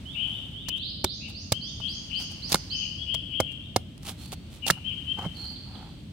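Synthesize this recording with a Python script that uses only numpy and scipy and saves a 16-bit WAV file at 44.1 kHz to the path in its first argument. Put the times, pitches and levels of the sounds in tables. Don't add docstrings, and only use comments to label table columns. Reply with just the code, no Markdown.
import sys
import numpy as np
from scipy import signal
from scipy.fft import rfft, irfft, next_fast_len
from scipy.io import wavfile
from scipy.ndimage import map_coordinates

SR = 44100
rng = np.random.default_rng(int(sys.argv[2]) if len(sys.argv) > 2 else 0)


def file_out(sig):
    cols = np.atleast_2d(sig).T
    lim = np.clip(cols, -1, 1)
    pcm = np.round(lim * 32767).astype(np.int16)
    wavfile.write(sys.argv[1], SR, pcm)


N = 269892

# frequency in Hz, time to fall by 60 dB in s.
BANK_DECAY = [(500, 0.14), (3000, 1.15), (5000, 1.115), (8000, 0.39)]


def amp(db):
    return 10 ** (np.asarray(db) / 20)


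def unit(x):
    return x / np.sqrt(np.mean(x ** 2) + 1e-20)


def along(points, hz):
    f, v = np.transpose(points)
    return np.interp(np.log(hz + 1), np.log(f + 1), v)


def filtered(x, response):
    n = x.shape[-1]
    padded = next_fast_len(n + 4096)
    hz = np.fft.rfftfreq(padded, 1 / SR)
    return irfft(rfft(x, padded) * response(hz), padded)[..., :n]


def add(track, s, sound):
    start = max(round(s * SR), 0)
    part = sound[:, :max(N - start, 0)]
    track[:, start:start + part.shape[1]] += part


def noise(spectrum, size, apart_hz, spiky_db=0):
    snaps = rng.standard_normal((2, size)) * amp(spiky_db * rng.standard_normal(size))

    def mid_side_response(hz):
        width = np.array([np.ones_like(hz), hz / np.hypot(hz, apart_hz)])
        return amp(along(spectrum, hz)) * width

    mid, side = filtered(snaps, mid_side_response)
    return unit(np.array([mid + side, mid - side]))


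def ring(modes, t):
    strengths = rng.choice([-1, 1], len(modes)) * amp(2 * rng.standard_normal(len(modes)))
    total = 0
    for strength, (hz, db, t60) in zip(strengths, modes):
        total = total + strength * amp(db - 60 * t / t60) * np.sin(2 * np.pi * hz * t)
    return total


def wavering(t):
    return map_coordinates(rng.standard_normal(256), [t * 260], mode="mirror")


def placed(x, pan_db, lead):
    ears = np.array([[-1], [1]])
    shifted = filtered(x, lambda hz: np.exp(1j * np.pi * hz * lead * ears))
    return shifted * amp(ears * pan_db / 2)


def echo(x, decay, build):
    hz, t, z = signal.stft(rng.standard_normal((2, SR)), SR, nperseg=256)
    fall = amp(-60 * t / along(decay, hz)[:, None])
    tail = signal.istft(z * fall * (1 - np.exp(-t / build)), SR, nperseg=256)[1]
    return signal.fftconvolve(x[None], tail / np.linalg.norm(tail[0]), axes=1)


def chops(crack_db=-3, slab_db=2, nut_db=0, pulp_db=-4, thump_db=2, blade_db=-27, debris_db=-28,
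          slab_cycles=20, stop=0.002, ground_db=-31):
    # start in s, crack level in dB, slab level in dB, slab pitch in Hz, kind of blow.
    blows = [(.6848, -27, -34.5, 1000, "tap"), (1.0428, -16.5, -22, 370, "chop"),
             (1.5208, -14.5, -22, 617, "chop"), (1.802, -55, -39, 930, "tap"),
             (2.520, -14, -33, 736, "snap"), (2.5265, -13.5, -35, 825, "snap"),
             (2.5437, -12, -13, 1050, "through"), (2.5557, -23, -21, 1400, "snap"),
             (3.1422, -30.5, -35.5, 664, "tap"), (3.4016, -20.5, -18.5, 520, "chop"),
             (3.7617, -17.5, -14.5, 744, "chop"), (4.031, -41, -58, 897, "snap"),
             (4.328, -45, -34, 760, "snap"), (4.666, -24, -32.5, 790, "snap"),
             (4.7004, -25.5, -7.5, 1353, "snap"), (4.7018, -14.5, -7.5, 1750, "snap"),
             (4.7063, -12.5, -42, 620, "through"), (5.251, -53, -35.5, 530, "tap"),
             (5.262, -46, -48, 456, "through")]
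    blow_kinds = {"tap": (.008, -1, -32, 115), "chop": (.005, 0, -21, 98), "snap": (0.0018, -3, -38, 150),
                  "through": (.0027, 7, -21, 168)}
    # pitch in Hz, relative level in dB, time to fall by 60 dB in s.
    nut_modes = [(239, -4.5, 0.039), (346, -6.5, 0.037), (546, -2, 0.036), (620, -4.5, 0.035),
                 (840, -24, 0.027), (1130, -14, 0.018), (1427, -15.5, 0.051), (2152, -9, 0.037)]
    blade_modes = [(4150, -9, 0.16), (4870, -2, 0.056), (5270, -5.5, 0.11), (6650, -22, 0.2),
                   (7180, -21, 0.122), (7900, -14, .09), (9500, -7.5, 0.12)]
    # frequency in Hz, relative dB per Hz.
    fibre_spectrum = [(200, 9), (700, -3), (1400, -2.5), (2600, -1), (4400, 6.5), (6500, 0.5), (8500, -1.5),
                      (12000, -6), (16000, -12.5)]
    pulp_spectrum = [(100, -11.5), (350, -1), (650, 8.5), (1200, 3), (2200, -17.5), (4000, -38),
                     (9000, -54)]
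    even_slab_hz, spared_db_per_octave = 620, 12

    out, t = np.zeros((2, N)), np.arange(SR // 4) / SR
    for s, crack, split, slab_hz, kind in blows:
        cut, push, thump, thump_hz = blow_kinds[kind]
        octaves_thin = max(np.log2(slab_hz / even_slab_hz), 0)
        hollow = split + push - spared_db_per_octave * octaves_thin
        travel = np.exp(-np.maximum(t - cut, 0) / stop) * (1 + 0.34 * np.exp(-t / 0.00074))
        crumbs = amp(debris_db - 60 * t / 0.18)
        burst = noise(fibre_spectrum, len(t), apart_hz=4500, spiky_db=2.0)
        fibres = amp(crack + crack_db) * (travel + crumbs) * burst
        pulp = amp(hollow + pulp_db) * travel * noise(pulp_spectrum, len(t), apart_hz=3930)
        slab = amp(split + slab_db - 60 * t * slab_hz / slab_cycles) * np.sin(2 * np.pi * slab_hz * t)
        nut = amp(hollow + nut_db) * ring(nut_modes, t)
        block = amp(thump + thump_db - 60 * t / 0.061) * np.sin(2 * np.pi * thump_hz * t)
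        block *= 1 - np.exp(-t / 0.0004)
        steel = amp(crack + blade_db) * np.array([ring(blade_modes, t) for ear in range(2)])
        give = 1 - np.exp(-t / 0.00025)
        blow = (fibres + pulp + slab + nut - block + steel) * give
        add(out, s, placed(blow, pan_db=3.0, lead=.00005))
        add(out, s, amp(ground_db) * echo(blow[0], [(300, 0.24), (4000, 0.069)], build=0.0049))
    return out


def shaving(hiss_db=1, rasp_db=0, catch_rate=260, catch_db=2.5, cavity_hz=810, cavity_db=1):
    # middle in s, half length in s, level in dB before the trims, touch.
    strokes = [(0.333, 0.22, -60.5, "brush"), (.778, 0.02, -55.5, "slice"), (1.298, 0.021, -54, "slice"),
               (1.892, .07, -58, "skim"), (2.212, 0.035, -45, "slice"), (2.319, .019, -52.5, "slice"),
               (2.53, 0.036, -34.5, "slice"), (3.522, 0.011, -54, "skim"), (3.98, 0.0018, -46, "skim"),
               (4.085, 0.044, -39, "slice"), (4.248, 0.067, -49, "skim"), (4.333, 0.014, -39, "slice"),
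               (4.546, 0.043, -53, "skim"), (4.684, 0.017, -27.5, "slice"), (4.777, 0.013, -49.5, "rub"),
               (5.187, .012, -40, "rub"), (5.229, .039, -40.5, "rub"), (5.443, 0.11, -56, "brush"),
               (5.801, 0.15, -52, "rub")]
    touches = {"slice": (0, -6.5), "skim": (0, -9.5), "brush": (0, 0), "rub": (-25, 0)}
    # frequency in Hz, relative dB per Hz.
    hiss_spectrum = [(500, -5.5), (1500, -3), (3200, 13), (6000, 3.5), (9000, 5), (16000, -5.5)]
    rasp_spectrum = [(100, -5), (300, -7), (550, -11), (820, -21), (1300, -5.5), (2200, -20.5), (5000, -27),
                     (12000, -38.5)]

    t, hiss, rasp = np.arange(N) / SR, np.zeros(N), np.zeros(N)
    for s, half, db, touch in strokes:
        fibre_db, hollow_db = touches[touch]
        push = amp(db) * np.exp(-np.minimum(((t - s) / half) ** 2, 100) * 1.42)
        hiss += amp(fibre_db + hiss_db) * push
        rasp += amp(hollow_db + rasp_db) * push
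    wander = map_coordinates(rng.standard_normal(N // 20), [t * catch_rate], mode="mirror")
    catches = unit(amp(catch_db * wander))

    def cavity_response(hz):
        return 1j * hz / (cavity_hz ** 2 - hz ** 2 + 1j * hz * 130)

    cavity = unit(filtered(catches * rng.standard_normal(N), cavity_response))
    scrape = catches * noise(rasp_spectrum, N, apart_hz=3000, spiky_db=7)
    body = unit(scrape + amp(cavity_db) * cavity)
    fibres = catches * noise(hiss_spectrum, N, apart_hz=5000, spiky_db=9.0)
    return placed(hiss * fibres + rasp * body, pan_db=3.5, lead=.00004)


def chirrups(warble_hz=95, scoop_hz=190, second_db=-14, below_hz=380, direct_db=1, bank_db=-5,
             reeds_db=-5, pan_db=17, bank_pan_db=9):
    # start in s, length in s, middle pitch in Hz before the scoop,
    # level in dB before the direct and echo trims, kind of note.
    notes = [(.14, .14, 2977, -23.5, "trill"), (0.654, .13, 3045, -27, "trill"),
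             (1.201, 0.092, 2748, -37, "trill"), (1.526, 0.059, 3120, -30, "trill"),
             (1.803, .095, 3153, -26.5, "trill"), (2.097, .092, 3040, -26, "trill"),
             (2.706, 0.064, 3086, -26.5, "fall"), (2.764, 0.11, 3005, -26, "fall"),
             (2.973, 0.07, 3290, -30.5, "pip"), (3.058, 0.11, 3053, -24.5, "trill"),
             (3.298, .12, 3074, -25.5, "trill"), (3.459, 0.062, 2806, -35, "fall"),
             (4.62, 0.049, 2859, -26.5, "fall"), (4.842, 0.056, 3110, -24, "pip"),
             (4.883, 0.05, 2890, -29.5, "fall"), (5.063, 0.069, 3080, -23.5, "pip")]
    note_kinds = {"trill": (130, 170), "fall": (-190, 105), "pip": (70, 70)}

    out = np.zeros((2, N))
    for s, length, middle_hz, db, kind in notes:
        glide_hz, depth_hz = note_kinds[kind]
        t = np.arange(int(length * SR)) / SR
        u = t / length
        waver = wavering(t)
        scoop = scoop_hz * (length / 0.0948) * (1 / 4 - np.exp(-u / 0.2482))
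        warble = depth_hz * (np.sin(2 * np.pi * warble_hz * t) + waver) / 2
        hz = middle_hz + glide_hz * (u - .5) + scoop + warble
        phase = 2 * np.pi * np.cumsum(hz) / SR
        lower_voice = np.sin(phase - 2 * np.pi * below_hz * t + waver)
        voices = np.sin(phase) + amp(second_db) * lower_voice
        swell = np.sqrt(np.abs(np.sin(np.pi * u ** 1.5)))
        note = amp(db) * swell * voices
        add(out, s, note * amp([[direct_db], [direct_db - pan_db]]))
        add(out, s, echo(note, BANK_DECAY, build=0.0059) * amp([[bank_db], [bank_db - bank_pan_db]]))
        add(out, s, echo(note, [(3000, 0.108)], build=0.0018) * amp([[reeds_db], [reeds_db - pan_db]]))
    return out


def whistles(direct_db=0.0, echo_db=-0.5, pan_db=10, echo_pan_db=4, beaming_db=8):
    # start in s, level in dB before the throat's gain, syllable.
    single_whistles = [(.053, -43, "low"), (0.281, -43.5, "low"), (0.536, -43, "low"), (.76, -41, "middle"),
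                       (0.809, -32.5, "middle"), (1.04, -34.5, "middle"), (1.615, -42, "low"),
                       (3.571, -52.5, "low"), (4.17, -50.5, "thin"), (5.345, -36, "buzz"),
                       (5.544, -46, "chip"), (5.736, -43, "chip")]
    syllables = {"low": (.1, 2930, 3790, 12), "middle": (.105, 3250, 5200, 38),
                 "high": (.097, 4200, 6950, 44), "thin": (.13, 4120, 4650, 55),
                 "buzz": (.19, 4300, 4560, 170), "chip": (0.025, 5100, 3100, 164)}
    # frequency in Hz, gain in dB.
    throat_gain = [(2500, 15), (3500, 3), (4800, -3), (5400, -9), (6800, -11)]
    slur_contour = [(0, -.1), (.1, .09), (.4, .3), (.7, .78), (1, .93)]

    out = np.zeros((2, N))
    for s, db, syllable in single_whistles + song_run(count=7):
        length, first, last, waver_hz = syllables[syllable]
        t = np.arange(int(length * SR)) / SR
        u = t / length
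        rise = np.interp(u, *np.transpose(slur_contour)) if syllable == "high" else u
        hz = first + (last - first) * rise + waver_hz * wavering(t)
        swell = np.sin(np.pi * u) ** 0.37
        note = amp(db + along(throat_gain, hz)) * swell * np.sin(2 * np.pi * np.cumsum(hz) / SR)
        beaming = beaming_db * np.clip((hz - 4900) / 600, 0, 1)
        straight = note * amp(direct_db - beaming)
        add(out, s, straight * amp([[-pan_db], [0]]))
        add(out, s, echo(note, BANK_DECAY, build=0.0012) * amp([[echo_db - echo_pan_db], [echo_db]]))
    return out


def song_run(count):
    start_s, gap_s, slowing_s = 1.085, .2605, .0035
    first_db, swell_db = -33.5, 1.36
    rows = []
    for k in range(count):
        s = start_s + k * gap_s + slowing_s * k * (k - 1) / 2
        rows.append((s, first_db + k * swell_db, "high"))
    return rows


def outdoors(rumble_db=-42.0, air_db=14.0):
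    # frequency in Hz, relative dB per Hz.
    rumble_spectrum = [(15, -16.5), (30, -16), (45, 3), (60, 4.5), (85, 8), (130, 4), (190, 2.5),
                       (280, -3.5), (440, -19.5), (650, -19.5), (900, -42.5), (1400, -80)]
    air_spectrum = [(400, -14.5), (800, 2), (1800, -1.5), (3200, 7), (5000, -4), (7000, -9.5), (8600, -6),
                    (10000, -15), (16000, -18)]
    # time in s, level in dB before air_db is added.
    air_drift = [(0.0, -67.5), (0.32, -68), (1.07, -75.5), (2.61, -65), (3.02, -71), (3.99, -73),
                 (4.18, -69.5), (4.38, -70.5), (5.25, -66.5), (6.12, -72)]

    level = np.interp(np.arange(N) / SR, *np.transpose(air_drift))
    rumble = amp(rumble_db) * noise(rumble_spectrum, N, apart_hz=756)
    air = amp(level + air_db) * noise(air_spectrum, N, apart_hz=1190)
    return rumble + air


def scene():
    return chops() + shaving() + chirrups() + whistles() + outdoors()


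def record(dry, low_cut_hz=30, top_hz=16200):
    return filtered(dry, lambda hz: 1j * hz / (low_cut_hz + 1j * hz) * (hz < top_hz))


dry = scene()
out = record(dry)
file_out(out)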